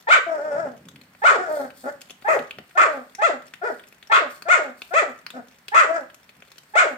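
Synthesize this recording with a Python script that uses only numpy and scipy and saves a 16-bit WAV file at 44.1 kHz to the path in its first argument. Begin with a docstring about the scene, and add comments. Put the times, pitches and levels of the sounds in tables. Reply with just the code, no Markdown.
"""Puppies yap in a small room while a litter mate eats from a steel bowl.
The first yap comes at once: vocal folds drive throat and mouth from a thin whine up into a hoarse
shriek, then fall into a long moan. From about 0.9 s wet mouths smack and paws scuff a paper pad.
Ten more yaps follow, some trailing into moans, the last near 6.8 s.
Bodies shuffle over faint room air throughout."""
import sys
import numpy as np
from scipy import signal
from scipy.fft import rfft, irfft, next_fast_len
from scipy.io import wavfile
from scipy.ndimage import uniform_filter1d

SR = 44100
rng = np.random.default_rng(int(sys.argv[2]) if len(sys.argv) > 2 else 0)


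def generate_wav(sig):
    """Save sig (samples, or channels by samples) to the path in sys.argv[1] as 16-bit PCM at SR."""
    pcm = np.round(np.clip(np.atleast_2d(sig).T, -1, 1) * 32767).astype(np.int16)
    wavfile.write(sys.argv[1], SR, pcm)


N = 307377

# Dull spectrum of shuffling and of breath. Each row: frequency in Hz, gain in dB.
DULL_SPECTRUM = [(25, -44), (60, -33), (120, -1), (180, 1.5), (260, -2.5), (340, -13), (550, -13),
                 (1000, -61.5), (3000, -63)]


def amp(db):
    """Decibels to gain."""
    return 10 ** (np.asarray(db) / 20)


def unit(x):
    """Scales to rms 1."""
    return x / np.sqrt(np.mean(x ** 2) + 1e-20)


def steady(x, size=320):
    """Holds the short-term rms at 1."""
    return x / np.sqrt(abs(uniform_filter1d(uniform_filter1d(x ** 2, size), size)) + 1e-12)


def ramp(x):
    """Clips to 0..1."""
    return np.clip(x, 0, 1)


def value_at(points, hz):
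    """Interpolates on a log-frequency axis."""
    point_hz, values = np.transpose(points)
    return np.interp(np.log(hz + 1), np.log(point_hz + 1), values)


def add(mix, start_s, sound):
    """Mixes a sound in at start_s."""
    part = mix[max(round(start_s * SR), 0):][:len(sound)]
    part += sound[:len(part)]


def colour(x, spectrum, size=1024):
    """Minimum-phase filter from (Hz, dB) points."""
    log_gain = np.log(amp(value_at(spectrum, abs(np.fft.fftfreq(size, 1 / SR)))))
    taps = np.fft.ifft(np.exp(np.conj(signal.hilbert(log_gain)))).real
    return signal.oaconvolve(x, taps[:size // 2])[:len(x)]


def wobble(count, rate_hz, hop=16):
    """Random motion of rms 1, up to rate_hz."""
    size = next_fast_len(count // hop + 1000)
    hz = np.fft.rfftfreq(size, hop / SR)
    slow = unit(irfft(rfft(rng.standard_normal(size)) / (1 + (hz / rate_hz) ** 4), size))
    return np.interp(np.arange(count) / hop, np.arange(size), slow)


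def resonate(x, hz, *widths_hz):
    """Unity-gain resonances in series, one per width, all following hz."""
    carrier = np.exp(2j * np.pi * np.cumsum(hz * np.ones(len(x))) / SR)
    for width_hz in widths_hz:
        pole = np.exp(-np.pi * width_hz / SR)
        x = 2 * (carrier * signal.lfilter([1 - pole], [1, -pole], x / carrier)).real
    return x


def swells(rows, rest_db):
    """Gain of movements that swell and fade over a resting level."""
    t = np.arange(N) / SR
    power = sum(amp(db) ** 2 * np.exp(-((t - peak_s) / np.where(t < peak_s, swell_s, fade_s)) ** 2)
                for peak_s, swell_s, fade_s, db in rows)
    return np.sqrt(power + amp(rest_db) ** 2)


def diffuse_noise(count, alike_hz=800):
    """Noise from all sides: left and right agree only in the bass."""
    left, other = rfft(rng.standard_normal((2, count)))
    coherence = np.exp(-(np.fft.rfftfreq(count, 1 / SR) / alike_hz) ** 2)
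    return irfft([left, coherence * left + np.sqrt(1 - coherence ** 2) * other], count)


def room(x, lag_share, wet_db, build_s=0.00089):
    """Direct sound, near echoes, standing waves and a short tail at two spaced microphones."""
    # Room decay. Each row: frequency in Hz, T60 in seconds.
    decay_times = [(150, 0.56), (600, 0.28), (1400, 0.37), (2500, 0.35), (5000, 0.31), (9000, 0.33),
                   (16000, 0.15)]
    # Echoes off the pen walls. Each row: delay in seconds, left gain, right gain.
    echoes = [(.0016, -0.48, -0.17), (.0031, -0.54, 0.27), (.0049, 0.42, -0.31), (.0079, 0.22, 0.23),
              (.0121, 0.068, -0.0094)]
    # Standing waves. Each row: frequency in Hz, width in Hz, gain in dB.
    modes = [(245.7, 17, 0), (721, 6.3, -71), (1320, 12, -6)]
    # Lag of the right channel. Each row: frequency in Hz, lag in seconds at lag_share 1.
    right_lags = [(100, 0.00021), (300, 0.00025), (620, 0.00014), (1000, 0.000087), (1400, 0.0005),
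                  (3500, 0.00031), (5500, 0.00043), (7500, 0.000435), (9000, 0.00041)]
    t = np.arange(SR * 2 // 3) / SR
    band_hz, age_s, bands = signal.stft(diffuse_noise(len(t)), SR, nperseg=256)
    bands *= amp(-60 * age_s / value_at(decay_times, band_hz)[:, None])
    tail = signal.istft(bands, SR, nperseg=256)[1][:, :len(t)]
    tail *= 1 - np.exp(-(t / build_s) ** 2)
    response = amp(wet_db) * tail / np.linalg.norm(tail[0])
    direct = (0.0006, 0.85, 0.7)
    for delay_s, *gains in [direct, *echoes]:
        response[:, round(delay_s * SR)] += gains
    response += sum(amp(db) * resonate(t == 0, mode_hz, width_hz) for mode_hz, width_hz, db in modes)
    size = next_fast_len(N + len(t))
    hz = np.fft.rfftfreq(size, 1 / SR)
    heard = rfft(x, size) * rfft(response, size)
    heard[1] *= np.exp(-2j * np.pi * hz * lag_share * value_at(right_lags, hz))
    return irfft(heard, size)[:, :N]


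def room_air(level_db=-59):
    """Still air: faint, steady, diffuse noise."""
    # Air spectrum. Each row: frequency in Hz, gain in dB.
    spectrum = [(15, -26), (25, 16.5), (49, -1.5), (249, -13.5), (394, -10), (1840, -4.5), (4250, -18.5),
                (8360, -29), (9840, -37), (14800, -20.5), (16000, -28)]
    return amp(level_db) * np.array([unit(colour(side, spectrum)) for side in diffuse_noise(N)])


def shuffling():
    """Bodies rumble on the floor, never quite still."""
    # Body movements. Each row: peak time, swell and fade in seconds, level in dB.
    shuffles = [(0.58, 0.081, 0.14, -48.5), (0.85, 0.069, 0.15, -50.5), (1.45, 0.28, .55, -61.5),
                (2.41, 0.058, 0.024, -51), (2.595, 0.017, 0.02, -44.5), (5.38, 0.09, 0.031, -57),
                (6.39, 0.017, 0.015, -58)]
    return unit(colour(rng.standard_normal(N), DULL_SPECTRUM)) * swells(shuffles, rest_db=-66.5)


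def scuffing(gain_db=2, grain_db=3):
    """Paws raise a grainy rustle from the paper pad."""
    # Paw strokes. Each row: peak time, swell and fade in seconds, relative level in dB.
    scuffs = [(1.24, 0.059, .06, -64), (1.55, 0.037, 0.068, -49.5), (1.79, 0.025, 0.083, -53),
              (2.33, 0.052, 0.043, -52.5), (2.9, 0.21, 0.19, -65), (3.75, 0.074, 0.054, -62),
              (4.32, 0.024, 0.053, -54), (4.79, 0.017, 0.17, -59), (5.85, 0.26, 0.13, -74),
              (6.74, .08, 0.28, -65)]
    # Paper spectrum. Each row: frequency in Hz, gain in dB.
    spectrum = [(300, -6.5), (1500, -19.5), (4500, 7.5), (6500, -0.5), (8300, 9), (10000, -1.5),
                (14000, 5.5), (16000, -9)]
    grains = rng.standard_normal(N) * amp(grain_db * wobble(N, 300))
    return amp(gain_db) * swells(scuffs, rest_db=-70) * unit(colour(grains, spectrum))


def smack(peak_db, mouth_hz, body_db, snap_db, wet_db=-20, click_s=0.00048, wet_s=0.002, size=3000):
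    """Tongue and lips part with a snap and a short wet crackle that rings the mouth."""
    # Low, middle and high spectra of a smack. Each row: frequency in Hz, gain in dB.
    body_spectrum = [(60, -10), (200, 11), (750, 23), (1300, -45.5)]
    middle_spectrum = [(600, -11.5), (1000, 4), (1500, 7), (2300, 9.5), (3000, 11), (4500, -0.5),
                       (6500, -17)]
    snap_spectrum = [(3500, -33.5), (5500, 11), (8000, 0), (9500, -8.5), (12000, 6), (16000, -43.5)]
    t = np.arange(size) / SR
    grains, spikes = rng.standard_normal((2, size))
    burst = grains * (np.exp(-t / click_s) + amp(wet_db) * spikes ** 2 * np.exp(-t / wet_s))
    ring = unit(resonate(burst, mouth_hz, 650))
    middle = unit(unit(colour(burst, middle_spectrum)) + 0.9 * ring)
    body = amp(body_db + 1) * unit(colour(burst, body_spectrum))
    snap = amp(snap_db) * unit(colour(burst, snap_spectrum))
    peak_rms = np.sqrt(np.max(uniform_filter1d(middle ** 2, 88)))
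    return amp(peak_db) * (middle + body + snap) / peak_rms


def eating(distinct_gain_db=1, faint_db=-53, faint_per_s=24):
    """Distinct smacks among many faint, random ones."""
    # Distinct smacks. Each row: start in seconds, relative peak in dB, mouth resonance in Hz,
    # then body, snap and wet crackle in relative dB.
    smacks = [(0.8856, -37, 3330, -30, -4, -24.5), (0.9593, -38.5, 1930, -28, -20, -24),
              (1.0133, -41.5, 4090, -18, -19, -19), (1.149, -44.5, 1950, -5.5, -19, -8),
              (1.7037, -37, 1625, -19, -33, -13), (2.0086, -45.5, 1136, -27, 0, -30),
              (2.0158, -33.5, 2640, -20, -4.5, -30), (2.0968, -36, 3050, -13, -12, -23),
              (2.1056, -32, 3060, -12, -4.5, -25), (2.2224, -41, 1300, -7, -22, -6),
              (2.3907, -28, 1280, -10, -17.5, -17), (2.5087, -24.5, 2560, -34, -42, -38.5),
              (2.585, -30.5, 2070, -4, -61, -9), (2.7093, -43.5, 2040, -20, -15, -17),
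              (3.1493, -36, 2140, -19, 4, -16.5), (3.4216, -44, 2000, -22, -9, -26),
              (3.5369, -29.5, 2760, -40, -20, -12), (3.7952, -38, 1550, -28, -26, -24),
              (3.8377, -40.5, 1870, -30, -28, -33), (3.8845, -56.5, 1600, -17, 11.5, -32),
              (3.9241, -42.5, 2620, -10, -7, -20), (4.0267, -36, 1850, -19, -29, -38),
              (4.0718, -46.5, 1680, -16, 4.5, -23), (4.4217, -30, 4260, -19, -32, -21.5),
              (4.8183, -26, 2590, -19.5, -39, -21), (5.2643, -24.5, 4240, -35, -38, -56),
              (5.3033, -30.5, 3380, -22, -21, -24), (5.682, -27, 2370, -21, -38, -19),
              (6.1, -41, 1320, -17, -26, -11), (6.144, -43, 1200, -21, 2, -29),
              (6.2917, -40, 2150, -16, -12.5, -17.5), (6.422, -37, 1370, -9.5, -19, -33),
              (6.5171, -38.5, 3020, -30, -28, -32), (6.5813, -37.5, 3050, -23, -3, -17)]
    mix = np.zeros(N)
    for start_s, *shape in smacks:
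        add(mix, start_s, amp(distinct_gain_db) * smack(*shape))
    for when, strength, pitch, snap in rng.random((int(faint_per_s * N / SR), 4)):
        faint = smack(faint_db + 4 * strength, 1300 + 2500 * pitch, body_db=-8.5, snap_db=-10 + 12 * snap)
        add(mix, when * N / SR, faint)
    return mix


def vocal_folds(hz, rough, jitter=0.092, tremor=0.007, subharmonic=0.7, top_hz=11000, hiss_hz=3800):
    """Fold pulses; strain makes them uneven, alternately strong and weak, and at last noisy."""
    count = len(hz)
    chaos = rough ** 1.3
    cycles = np.cumsum(hz * (1 + jitter * chaos * wobble(count, 220) + tremor * wobble(count, 40))) / SR
    harmonics = np.floor(top_hz / hz)
    angle = 2 * np.pi * (cycles % 1) + 1e-9
    pulses = unit(np.sin((harmonics + 0.5) * angle) / np.sin(angle / 2) - 1)  # equal harmonics
    pulses *= 1 + rough * (wobble(count, 300) + subharmonic * np.cos(np.pi * cycles))
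    puffs = unit((0.46 + np.exp(-(cycles % 1) / 0.028)) * rng.standard_normal(count))
    hiss = signal.lfilter(*signal.butter(2, hiss_hz, "high", fs=SR), puffs)
    return (1 - rough) * pulses + 0.94 * chaos * puffs + 0.33 * hiss


def throat(drive, hz, whine, rest_hz=610, width_hz=220, hum_below_hz=290):
    """Low resonance, near harmonic 2 in a whine; at low pitch the fundamental hums through the nose."""
    formant_hz = rest_hz + whine * (np.minimum(2 * hz, 900) - rest_hz)
    # Each row: frequency in Hz, gain in dB.
    spectrum = [(80, 6.5), (240, -11.5), (380, 9), (500, -2), (620, 0), (900, -1), (1300, 2), (3000, -7.5)]
    ring = steady(colour(resonate(drive, formant_hz, width_hz, width_hz), spectrum))
    hum = steady(resonate(drive, hz, 85, 85))
    return steady(ring + 0.56 * ramp((hum_below_hz - hz) / 35) * hum)


def lips_and_tongue(spectrum, lifts_db, centres_hz=(2200, 3600, 7000), width_octaves=0.43):
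    """Raises or lowers three mouth resonances: nasal edge, bite and sibilance."""
    hz = np.geomspace(600, 11000, 150)
    lift_db = sum(db * np.exp(-(np.log2(hz / centre_hz) / width_octaves) ** 2)
                  for db, centre_hz in zip(lifts_db, centres_hz))
    return np.transpose([hz, value_at(spectrum, hz) + lift_db])


def mouth(drive, hz, whine, jaw, lifts_db, nose_db, nose_hz=5400):
    """Bright resonances set by the jaw; the nose whistles as it shuts. A whine rings near harmonic 4."""
    # Mouth spectra, jaw wide and nearly shut. Each row: frequency in Hz, gain in dB.
    wide_spectrum = [(700, -42.5), (950, -6.5), (1200, 11), (1450, 3.5), (1700, -0.5), (2100, -5),
                     (2500, -9.5), (2850, -15), (3400, -20), (4400, -26), (5600, -32), (7200, -26.5),
                     (8400, -32), (10500, -57.5)]
    narrow_spectrum = [(700, -43), (1050, -21.5), (1300, 1.5), (1600, 4), (2000, -9), (2500, -23),
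                       (3200, -15), (5000, -21), (5450, -26), (5900, -32), (7000, -25.5), (8300, -31.5),
                       (10500, -54.5)]
    wide = steady(colour(drive, lips_and_tongue(wide_spectrum, lifts_db)))
    narrow = steady(colour(drive, lips_and_tongue(narrow_spectrum, lifts_db)))
    narrow += amp(nose_db) * steady(resonate(drive, nose_hz, 150, 150))
    thin = steady(resonate(drive, np.maximum(4 * hz, 1500), 200, 400))
    return steady((1 - whine) * (jaw * wide + (1 - jaw) * narrow) + whine * thin)


def voice(hz, rough, throat_db, mouth_db, whine, lifts_db, nose_db=-36,
          shut_db=-33, wide_db=-18, breath_db=-43, rattle_db=2.5, fade_s=0.01):
    """Folds drive throat and mouth; the jaw opens with mouth_db, and hoarseness adds dull breath."""
    t = np.arange(len(hz)) / SR
    drive = vocal_folds(hz, ramp(rough))
    jaw = ramp((mouth_db - shut_db) / (wide_db - shut_db))
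    breath = amp(breath_db) * rough * unit(colour(rng.standard_normal(len(t)), DULL_SPECTRUM))
    low = amp(throat_db) * throat(drive, hz, whine)
    bright = amp(mouth_db) * (mouth(drive, hz, whine, jaw, lifts_db, nose_db) + breath)
    rattle = amp(rattle_db * (1 - jaw) * (1 - whine) * wobble(len(t), 76))  # slack folds
    fade = ramp(np.minimum(t, t[-1] - t) / fade_s)
    return fade * rattle * (low + bright)


def moaning():
    """Low moans and grunts through a nearly shut mouth."""
    # One curve per moan. Each row: time in seconds, pitch in Hz, roughness 0-1, throat and mouth in dB.
    moans = [
        [(0.265, 339.4, 0.1, -32.5, -47), (0.32, 324, 0.1, -26.5, -38), (0.39, 283, 0.3, -29, -39.5),
         (0.45, 309.6, .25, -29, -40.5), (0.54, 284.2, .25, -25.5, -37.5), (0.605, 342.5, .05, -31.5, -36.5),
         (0.65, 296.7, 0.3, -27.5, -43.5), (0.69, 247.5, .35, -43, -47), (0.76, 221, 0.4, -49, -83)],
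        [(1.375, 350, 0, -31, -33), (1.415, 377, 0, -29, -34), (1.46, 337.2, 0.3, -40.5, -35.5),
         (1.495, 304.6, 0.4, -23.5, -37), (1.53, 310.6, 0.1, -25.5, -41), (1.6, 278.1, 0.3, -27.5, -40.5),
         (1.65, 260.6, 0.4, -36.5, -41), (1.69, 227, 0.2, -61, -65)],
        [(1.836, 245.7, 0.4, -38, -45), (1.89, 295.8, 0.4, -25.5, -33.5), (1.91, 282, 0, -69, -48)],
        [(5.335, 237, 0.62, -47.5, -51), (5.365, 265, 0.36, -35, -42), (5.41, 208.4, 0.2, -43, -51.5)],
        [(5.855, 314.6, 0.2, -35.5, -38), (5.91, 324.8, 0, -23, -35.5), (5.96, 335.2, 0.16, -28, -28),
         (6.0, 283.8, 0.1, -31, -41.5), (6.05, 246.5, 0.1, -52, -65)],
    ]
    # Nasal whistle of each moan, in relative dB.
    whistles_db = [-26, -31, -34, -29, -32]
    mix = np.zeros(N)
    for rows, nose_db in zip(moans, whistles_db):
        times_s, *columns = np.transpose(rows)
        t = np.arange(times_s[0] - 0.004, times_s[-1] + 0.0044, 1 / SR)
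        curves = [np.interp(t, times_s, column) for column in columns]
        add(mix, t[0], voice(*curves, whine=0, lifts_db=(0, -17.5, 0), nose_db=nose_db))
    return mix


def yap(leap_s, whine_s, rise_s, shriek_s, tail_s, break_s, whine_hz, leap_hz, top_hz, hoarse,
        whine_db, throat_db, shriek_db, tail_db, *lifts_db):
    """A whine leaps into an arch of pitch, breaks into a rasp and drops to a tail; gives start, sound."""
    climb_octaves_per_s, swell_db_per_s, jaw_db_per_octave = 8, 292, 23.5
    throat_top_hz, foot_hz, sag_hz = 660, 385, 45.26
    tail_start_hz, tail_end_hz = 323.2, 235.3
    jump_s, drop_s, onset_s, recover_s, jolt_s = 0.006, 0.01, 0.0031, 0.028, 0.0064
    t = np.arange(-whine_s - 0.004, shriek_s + tail_s + 0.0082, 1 / SR)
    whine = ramp(0.5 - t / jump_s)
    tail = ramp(0.5 + (t - shriek_s) / drop_s)

    def blend(in_whine, in_shriek, in_tail):
        return whine * in_whine + (1 - whine) * (1 - tail) * in_shriek + tail * in_tail

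    rise = ramp(t / rise_s)
    fall = ramp((t - rise_s) / (shriek_s - rise_s))
    trail = ramp((t - shriek_s) / tail_s)
    # The voice breaks with a jolt and clears as it falls.
    broken = hoarse * ramp((t - break_s) / onset_s + 0.5) * ramp((0.7 * shriek_s - t) / recover_s + 0.5)
    jolt_db = 7 * broken * np.exp(-abs(t - break_s) / jolt_s)
    arch_hz = top_hz - (top_hz - leap_hz) * (1 - rise) ** 1.7 - (top_hz - foot_hz) * fall ** 1.7
    tail_hz = tail_start_hz + (tail_end_hz - tail_start_hz) * trail
    hz = blend(whine_hz * 2 ** (climb_octaves_per_s * t), arch_hz - sag_hz * broken, tail_hz)
    rough = blend(0.15, 0.054 + 0.246 * fall + broken, 0.21)
    swell_db = whine_db + swell_db_per_s * t
    fade_db = tail_db - 22.5 * trail ** 1.14
    # The throat weakens when hoarse, on the fall, and where the pitch passes its resonance.
    loss_db = 8 * broken + 5.5 * fall + 0.07 * np.maximum(arch_hz - throat_top_hz, 0)
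    jaw_db = jaw_db_per_octave * np.log2(arch_hz / top_hz)
    low_db = blend(swell_db, throat_db - loss_db, fade_db)
    bright_db = blend(swell_db - 4, shriek_db + jaw_db + jolt_db, fade_db - 10.5)
    return leap_s + t[0], voice(hz, rough, low_db, bright_db, whine, lifts_db)


def yapping():
    """Eleven yaps, each with its own pitch arch and hoarseness."""
    # Each row: leap time, whine length, rise time, shriek length, tail length and break delay in seconds;
    # whine, leap and top pitch in Hz; hoarseness 0-1; whine, throat, shriek and tail level in dB;
    # nasal edge, bite and sibilance lift in dB.
    yaps = [(0.084, .012, 0.048, 0.11, 0.0057, 0.039, 467, 490, 799.7, .45, -19, -24.5, -10, -59, 6, 7, 4),
            (1.238, 0.018, 0.034, 0.13, 0.02, 0.029, 458, 574.5, 769, 0.57, -20, -20.5, -11.5, -29, 0.5, -0.5, 1),
            (2.282, .036, .034, 0.088, 0.043, 0.0043, 480.8, 598.7, 674.7, .5, -20, -17, -18, -24.5, 9.5, -8, 4),
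            (2.773, .02, 0.044, 0.1, .15, 0.0018, 385, 624.7, 687, 0.6, -27.5, -22.5, -11.5, -23, 3, -3.5, -0.5),
            (3.218, 0.034, .027, 0.076, 0.079, 0.047, 463, 594.6, 684.8, .1, -23, -22.5, -16, -22.5, 7, 3, 7.5),
            (3.629, 0.013, .036, 0.071, 0.034, .002, 372.8, 389.7, 496.3, 0.2, -28, -26.5, -26.5, -23, -1.5, -16.5, -9),
            (4.117, .018, 0.04, 0.1, 0.071, 0.0011, 471.2, 660.7, 721.7, 0.68, -19, -24.5, -12.5, -24, 5, 6.5, -0.5),
            (4.483, .029, 0.039, 0.11, .125, 0.038, 364.5, 542, 740.5, .35, -29, -24.5, -12.5, -26.5, 8.5, 0, 7.5),
            (4.935, .027, .044, 0.094, 0.089, .044, 385, 491.5, 676.5, 0.42, -28.5, -22.5, -14.5, -27, 9.5, 2, 9),
            (5.743, 0.024, 0.046, 0.11, 0.014, 0.003, 469.6, 588.8, 700.2, 0.47, -21.5, -25.5, -10, -32, 5, -1.5, 4.5),
            (6.753, 0.015, 0.04, 0.11, 0.086, 0.026, 454.4, 589.6, 789, .4, -25.5, -19.5, -12.5, -25.5, 7.5, 2, 7.5)]
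    mix = np.zeros(N)
    for row in yaps:
        add(mix, *yap(*row))
    return mix


def scene(low_cut_hz=70):
    """Voices to one side, eating and scuffing near the centre, over shuffling and air."""
    voices = room(yapping() + moaning(), lag_share=0.802, wet_db=-6) * amp([[-0.6], [0.3]])
    mouths_and_paws = room(eating() + scuffing(), lag_share=0.12, wet_db=-8)
    background = signal.lfilter(*signal.butter(2, low_cut_hz, "high", fs=SR), shuffling() + room_air())
    return voices + mouths_and_paws + background


def record(dry, ceiling=0.93, low_hz=48, high_hz=16100):
    """Rounds off the highest peaks and limits the band."""
    rounded = dry / (1 + (dry / ceiling) ** 8) ** (1 / 8)
    highpassed = signal.lfilter(*signal.butter(2, low_hz, "high", fs=SR), rounded)
    lowpass_taps = signal.firwin(401, high_hz, window=("kaiser", 8), fs=SR)
    return signal.oaconvolve(highpassed, lowpass_taps[None], "same")


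dry = scene()
out = record(dry)
generate_wav(out)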